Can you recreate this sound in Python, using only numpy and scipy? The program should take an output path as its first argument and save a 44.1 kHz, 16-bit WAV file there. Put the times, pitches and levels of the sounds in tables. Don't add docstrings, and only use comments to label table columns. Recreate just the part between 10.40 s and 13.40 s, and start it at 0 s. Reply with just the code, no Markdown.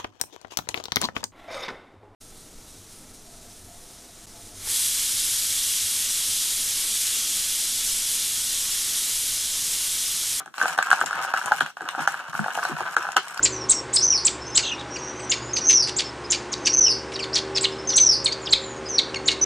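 import sys
import numpy as np
from scipy import signal
from scipy.fft import rfft, irfft, next_fast_len
from scipy.io import wavfile
from scipy.ndimage import uniform_filter1d, map_coordinates

SR = 44100
rng = np.random.default_rng(int(sys.argv[2]) if len(sys.argv) > 2 else 0)


def dump_mix(stems):
    frames = np.atleast_2d(stems).T
    limited = np.clip(frames, -1, 1)
    pcm = np.round(limited * 32767).astype(np.int16)
    wavfile.write(sys.argv[1], SR, pcm)


def natural_amplitude(level_db):
    exponent = np.asarray(level_db, float) / 20
    return 10 ** exponent


N = 132300

# (frequency [Hz], pitch scatter [ln], T60 [s], level in a pop [dB])
SHELL_MODES = [(781.6, 0.018, 0.015, 4), (949, 0.037, 0.011, -22.5), (1294, 0.058, 0.011, -3),
               (1493, 0.016, 0.012, -4)]
CRACK_T60_S = 0.01
FIZZ_T60_S = 0.0059


def along(points, hz):
    f, v = np.transpose(points)
    return np.interp(np.log(hz + 1), np.log(f + 1), v)


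def filtered(x, response):
    m = next_fast_len(N + SR // 2)
    return irfft(rfft(x, m) * response(np.fft.rfftfreq(m, 1 / SR)), m)[..., :N]


def wobble(knots_per_s):
    knots = rng.standard_normal(int(N * knots_per_s / SR) + 4)
    return map_coordinates(knots, [np.arange(N) * knots_per_s / SR])


def rings(s, db, hz, t60_s, rise_s, size):
    t = np.arange(size) / SR
    hz = np.clip(hz, 40, SR / 2.2)[:, None]
    t60_s = np.reshape(t60_s, (-1, 1))
    envelope = natural_amplitude(db[:, None] - 60 * t / t60_s) * (1 - np.exp(-t / rise_s)) ** 2
    wave = envelope * np.sin(2 * np.pi * hz * t)
    start = np.round(np.clip(s, 0, N / SR) * SR).astype(int)
    at = start[:, None] + np.arange(size)
    return np.bincount(at.ravel(), wave.ravel(), N + size + 1)[:N]


def scatter(count, clump_db, spread_db):
    # (time [s], effort [dB])
    effort = [(0, -34), (.04, -59), (.125, -68), (.15, -50.5), (.2, -30), (.55, -33.5), (.66, -34),
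              (.76, -34), (1.2, -32.5), (1.3, -50), (1.335, -83), (1.362, -77), (1.375, -48.5),
              (1.6, -31.5), (1.9, -40), (2.2, -33), (2.65, -36), (3, -41.5)]
    u = rng.random((count, 2))
    s = u[:, 0] * (N - 1) / SR
    clump = clump_db * (wobble(13.0) + wobble(44.72))
    db = np.interp(s, *np.transpose(effort)) + clump[(s * SR).astype(int)]
    return s, db - spread_db * np.log(u[:, 1] + 1 / 30)


def shell(s, db, mix_db):
    z = rng.standard_normal((len(s), len(SHELL_MODES), 2))
    out = 0
    for k, (hz, wide, t60_s, _) in enumerate(SHELL_MODES):
        mode_db = db + mix_db[k] + 2.97 * z[:, k, 1]
        out = out + rings(s, mode_db, hz * np.exp(wide * z[:, k, 0]), t60_s, rise_s=0.00089, size=560)
    return out


def cracks(s, db, tilt_db, t60_s, smear_s, count, peak_hz=None):
    low_hz, high_hz = 2000, 15000
    u = rng.random((len(s), count))
    late = rng.exponential(size=(len(s), count)) ** 2
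    hz = low_hz * (high_hz / low_hz) ** ((np.arange(count) + u) / count)
    level_db = db[:, None] + tilt_db / (1 + (4500 / hz) ** 6) - 3 * late
    if peak_hz is not None:
        level_db = level_db + 8 * np.exp(-(np.log(hz / peak_hz[:, None]) / 0.25) ** 2)
    s = s[:, None] + smear_s * late
    return rings(s.ravel(), level_db.ravel(), hz.ravel(), t60_s, rise_s=0.0001, size=220)


def crackle():
    s, db = scatter(count=1900, clump_db=1.5, spread_db=3)
    body = shell(s, db + 1, mix_db=(-4, 3.5, 4, 0.5))
    return np.array([body, cracks(s, db - 7, -14.5, FIZZ_T60_S, smear_s=0.00035, count=5)])


def pops():
    # (time [s], peak [dB], two low modes over it [dB])
    dents = [(0.06, -24, -3), (0.14, -16.5, -16.5), (0.181, -13, -9), (0.201, -8, -31),
             (0.214, 2, -20), (0.225, -12, -9), (0.236, -9, -16), (0.244, -7, -27), (0.256, -1, -6.5),
             (0.377, -10.5, -2), (0.387, 2.5, -3.5), (0.425, -2, -26), (0.47, -9, -26),
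             (0.502, -5, -10), (0.514, 4.5, -15.5), (0.529, 6.5, -12), (0.613, 0, -9),
             (0.638, -18, 3), (0.689, -13.5, -39), (0.709, -2, -16), (0.729, -5.5, -41),
             (0.848, -10, -5),
             (0.925, -9.5, -19), (0.938, 1.5, -9.5), (0.964, -5, -17), (1.042, -10, -11),
                    (1.059, -26, 3.5), (1.074, -7.5, -10.5), (1.08, -4, -18), (1.112, -16.5, 3),
                    (1.119, -2.5, 1.5), (1.208, 2.5, -9.5), (1.369, -12, -11.5), (1.407, -13.5, -8),
                    (1.42, -18, -10), (1.488, -4.5, -22.5), (1.549, -15.5, -5), (1.58, -18, 0),
                    (1.591, -10, -2.5), (1.622, -10, -13), (1.675, 5.5, -10.5), (1.742, -6, -14.5),
                    (1.931, -11, -13.5),
             (1.992, -11.5, 1), (2.042, -9, -6.5), (2.061, -11, -4.5), (2.082, -10, -7),
                  (2.154, -12, -5), (2.175, -12.5, 5.5), (2.186, -11, 0), (2.229, -6.5, -20),
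                  (2.251, -3, -8), (2.282, -22, -3), (2.371, -14, -24), (2.405, -7, -5.5),
                  (2.486, -18, -19), (2.566, 5.5, -17.5), (2.622, -11.5, -25), (2.647, -11, -9),
                  (2.688, -9.5, -8.5), (2.7631, -7.5, -6.5), (2.7671, 9, -15), (2.779, -5.5, -23),
                  (2.972, -13.5, -16), (2.9935, -11, -16)]
    # (time [s], peak [dB])
    dents_light = [(0.002, -23), (0.01, -24), (0.016, -30), (0.077, -22), (0.188, -20), (0.586, -18.5),
                   (0.661, -37), (0.753, -14), (0.78, -25), (0.834, -7.5), (0.904, -39), (0.975, -10),
                   (1.014, -12.5), (1.183, -24), (1.261, -14.5), (1.273, -16.5), (1.302, -26.5),
                   (1.428, -20), (1.478, -19.5), (1.729, -21), (1.894, -37), (1.941, -16), (1.951, -10),
                   (2.192, -8), (2.346, -36), (2.584, -20), (2.607, -16), (2.634, -14), (2.652, -11.5),
                   (2.668, -15), (2.678, -17), (2.872, -18), (2.944, -27)]
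    light = [(s, db + 1, -13) for s, db in dents_light]
    s, db, low_db = np.transpose(dents + light)
    mode_db = [mode[3] for mode in SHELL_MODES]
    mix_db = [low_db + mode_db[0], low_db + mode_db[1], mode_db[2], mode_db[3]]
    snap_db, rattle_db, rattle_s = -0.5, -16, 0.012
    body = shell(s, db + snap_db, mix_db)
    for late in rng.exponential(size=(len(s), 4)).T:
        body = body + shell(s + 0.002984 + rattle_s * late, db + snap_db + rattle_db - 6 * late, mix_db)
    return np.array([body, cracks(s, db - 33, -3.6, CRACK_T60_S, smear_s=0.0045, count=16)])


def creases():
    # (time [s], peak [dB], pitch [Hz])
    crease_ticks = [(.059, -33.5, 7800), (.1408, -34.5, 3430), (0.1811, -24.5, 4060), (0.2265, -20, 7300),
                    (.2853, -22.5, 7600), (0.3777, -18, 8750), (0.389, -21, 3600), (0.4265, -16, 8200),
                    (.5043, -15.5, 8700), (0.5237, -20.5, 8500), (0.5285, -22, 7100), (.585, -30, 8600),
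                    (0.6054, -22.5, 8100), (.66, -15.5, 7150), (.665, -25, 2950), (2.7657, -15.5, 8000),
                    (2.768, -20, 4550), (2.772, -18, 2200), (0.9364, -33, 3000), (0.9731, -18.5, 6360),
                    (1.059, -17, 9000), (1.183, -29, 3120), (1.2063, -17.5, 3310), (1.2624, -25, 3570),
                    (1.37, -39, 2920), (1.488, -17.5, 3650), (1.675, -23, 6260), (1.928, -38, 6050),
                    (2.1525, -24.5, 2960), (2.2514, -21, 4160), (2.719, -20.5, 8460), (2.7661, -8.5, 2900),
                    (2.882, -23.5, 8100), (2.9755, -21, 4700),
                    (0.0034, -34, 3450), (0.164, -33, 7800), (0.3124, -44, 3560), (0.616, -46, 3080),
                   (1.1215, -26, 3030), (1.1783, -40, 3200), (1.3, -41, 5650), (1.3524, -64, 3080),
                   (1.4178, -34, 8100), (1.4652, -46, 3530), (1.5339, -38, 3060), (1.6177, -32, 3020),
                   (1.772, -33, 3050), (1.8931, -65, 3140), (2.105, -29, 3120), (2.3463, -45, 3100),
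                   (2.4773, -31, 3040), (2.5825, -29, 5740), (2.6267, -22.5, 5540), (2.9083, -29, 7750),
                   (2.9439, -26.5, 7900)]
    s, db, hz = np.transpose(crease_ticks)
    ticks = cracks(s, db - 7.5 - 9, -3.4, CRACK_T60_S, smear_s=0.0003, count=40, peak_hz=hz)
    ring_db, ring_cycles = -14, 82
    for detune in (0.96, 1, 1.05):
        ticks = ticks + rings(s, db + ring_db, hz * detune, ring_cycles / hz, rise_s=0.00019, size=1500)
    s, db = scatter(count=1000, clump_db=3.0, spread_db=3)
    fizz = [cracks(s, db - 11, 2.5, FIZZ_T60_S, smear_s=0.0012, count=7) for port in "LR"]
    return ticks + np.array(fizz)


def table():
    # (time [s], peak [dB], pitch [Hz])
    thumps = [(.004, -50, 297), (.065, -50, 296), (0.229, -35, 408), (.64, -46, 169), (.74, -44, 173),
              (1.045, -44, 180), (1.875, -46.5, 147), (1.94, -44, 146), (0.611, -35, 412),
              (1.202, -35, 260), (1.41, -37.5, 341), (1.575, -31, 240), (1.984, -24.5, 236),
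              (2.293, -27.5, 254), (2.4, -40, 108), (2.399, -38, 426), (2.56, -35, 420), (2.761, -28, 430)]
    thump_db, rub_db = 5, -11.5
    top_hz, top_t60_s = 163, 0.13
    s, db, hz = np.repeat(thumps, 8, axis=0).T
    z = rng.standard_normal((len(s), 3))
    late = abs(z[:, 0])
    s = s + 0.002 + 0.02218 * late
    knock_hz = hz * np.exp(0.249 * z[:, 1] + 0.12 * (0.6 - late))
    knock = rings(s, db + thump_db - 5.0 - 4 * late, knock_hz, 0.061, rise_s=0.00068, size=3000)
    top_db = db[::3] + thump_db - 11 - 0.07 * np.maximum(hz[::3] - 270, 0)
    top = rings(s[::3], top_db, top_hz * np.exp(0.035 * z[::3, 2]), top_t60_s, rise_s=0.0016, size=9000)
    s, db = scatter(count=300, clump_db=-0.2, spread_db=3.5)
    rub_hz = 282.4 * np.exp(0.5 * rng.standard_normal(len(s)))
    rub = rings(s, db + rub_db, rub_hz, 0.022, rise_s=0.0019, size=2500)
    hum = rings(s[::6], db[::6] + rub_db + 1, top_hz + 0 * s[::6], top_t60_s, rise_s=0.013, size=9000)
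    return knock + top + rub + hum


def hiss():
    # (frequency [Hz], density [dB per Hz])
    hiss_colour = [(35, -38), (60, 0.5), (1630, -7), (4420, -28.5), (4740, -51), (5320, -13),
                   (15500, -20.5)]
    noise = filtered(rng.standard_normal((2, N)), lambda hz: natural_amplitude(along(hiss_colour, hz)))
    return natural_amplitude(-62) * noise / np.sqrt(np.mean(noise ** 2) + 1e-20)


def room(x):
    # (frequency [Hz], T60 [s])
    room_decay = [(200, 0.14), (1500, 0.086), (4000, 0.25), (12000, 0.047)]
    block, delay = SR // 5, 150
    out = np.zeros((2, N + SR))
    for at in range(0, N, block):
        hz, t, z = signal.stft(rng.standard_normal((2, SR // 4)), SR, nperseg=256)
        decay = natural_amplitude(-60 * t / along(room_decay, hz)[:, None])
        tail = signal.istft(z * decay, SR, nperseg=256)[1]
        tail = tail / np.linalg.norm(tail[0])
        wet = signal.fftconvolve(np.atleast_2d(x)[:1, at:at + block], tail, axes=1)
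        out[:, at + delay:at + delay + wet.shape[1]] += wet
    return out[:, :N]


def ports(x):
    # (frequency [Hz], level [dB])
    left_colour = [(300, -0.5), (2100, 6.5), (2450, 3), (2950, 5.5), (3600, 0), (5200, 3.5), (7800, 8),
                   (15000, -3.5)]
    right_colour = [(300, -1.5), (2000, 6), (2450, 4), (2950, 5.5), (3500, -4), (5200, 4), (8000, -6.5),
                    (15000, 0.5)]
    lag_s, split_hz = 0.0002892, 1946

    def response(hz):
        late = np.exp(-2j * np.pi * hz * lag_s / (1 + (split_hz / (hz + 1)) ** 12))
        return [natural_amplitude(along(left_colour, hz)) * late, natural_amplitude(along(right_colour, hz))]
    return filtered(x, response)


def hush():
    releases = [
        .376,
        .658,
        .936,
        1.205,
        1.674,
        1.927,
        2.563,
        2.761,
    ]
    ahead_s = np.array(releases)[:, None] - np.arange(N) / SR
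    held = ((ahead_s > 0) & (ahead_s < 0.010)).any(axis=0)
    return natural_amplitude(-8 * uniform_filter1d(held * 1., size=140))


def scene():
    # (frequency [Hz], level [dB])
    shell_colour = [(100, 7.5), (600, -4.5), (750, -4), (1650, -1.5), (1900, -4.5), (5000, 36)]
    room_low_db, room_side_db, room_treble_db = -8.5, -4, -8
    opposite = np.array([[1], [-1]])
    body, sharp = pops() + crackle()
    body = filtered(body, lambda hz: natural_amplitude(along(shell_colour, hz)))
    mid, side = room(body)
    body = ports(body + natural_amplitude(room_low_db) * mid) + natural_amplitude(room_low_db + room_side_db) * side * opposite
    sharp = sharp + creases()
    sharp = ports(sharp + natural_amplitude(room_treble_db) * room(sharp))
    wood = table()
    deep = filtered(wood, lambda hz: 1j * (hz < 220))
    wood = wood * natural_amplitude([[3], [-1]]) + natural_amplitude(4) * deep * opposite
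    return (body + sharp) * hush() + wood + hiss()


def roll_off(x):
    return signal.sosfilt(signal.butter(12, 16650, fs=SR, output="sos"), x)


def record(dry):
    # (frequency [Hz], width [Hz], level [dB])
    notches = [(4730, 204, -6), (12200, 200, -4), (14050, 400, -14)]
    ceiling, knee = 0.96, 5
    low_cut_hz, top_hz = 96, 15500
    x = dry / (1 + abs(dry / ceiling) ** knee) ** (1 / knee)
    x = filtered(x, lambda hz: (1j * hz / (low_cut_hz + 1j * hz)) ** 3)

    def notched(hz):
        dips_db = sum(db * np.exp(-((hz - at) / wide) ** 2) for at, wide, db in notches)
        return natural_amplitude(-24 * (hz > top_hz) + dips_db)
    return roll_off(filtered(x, notched))


dry = scene()
out = record(dry)
dump_mix(out)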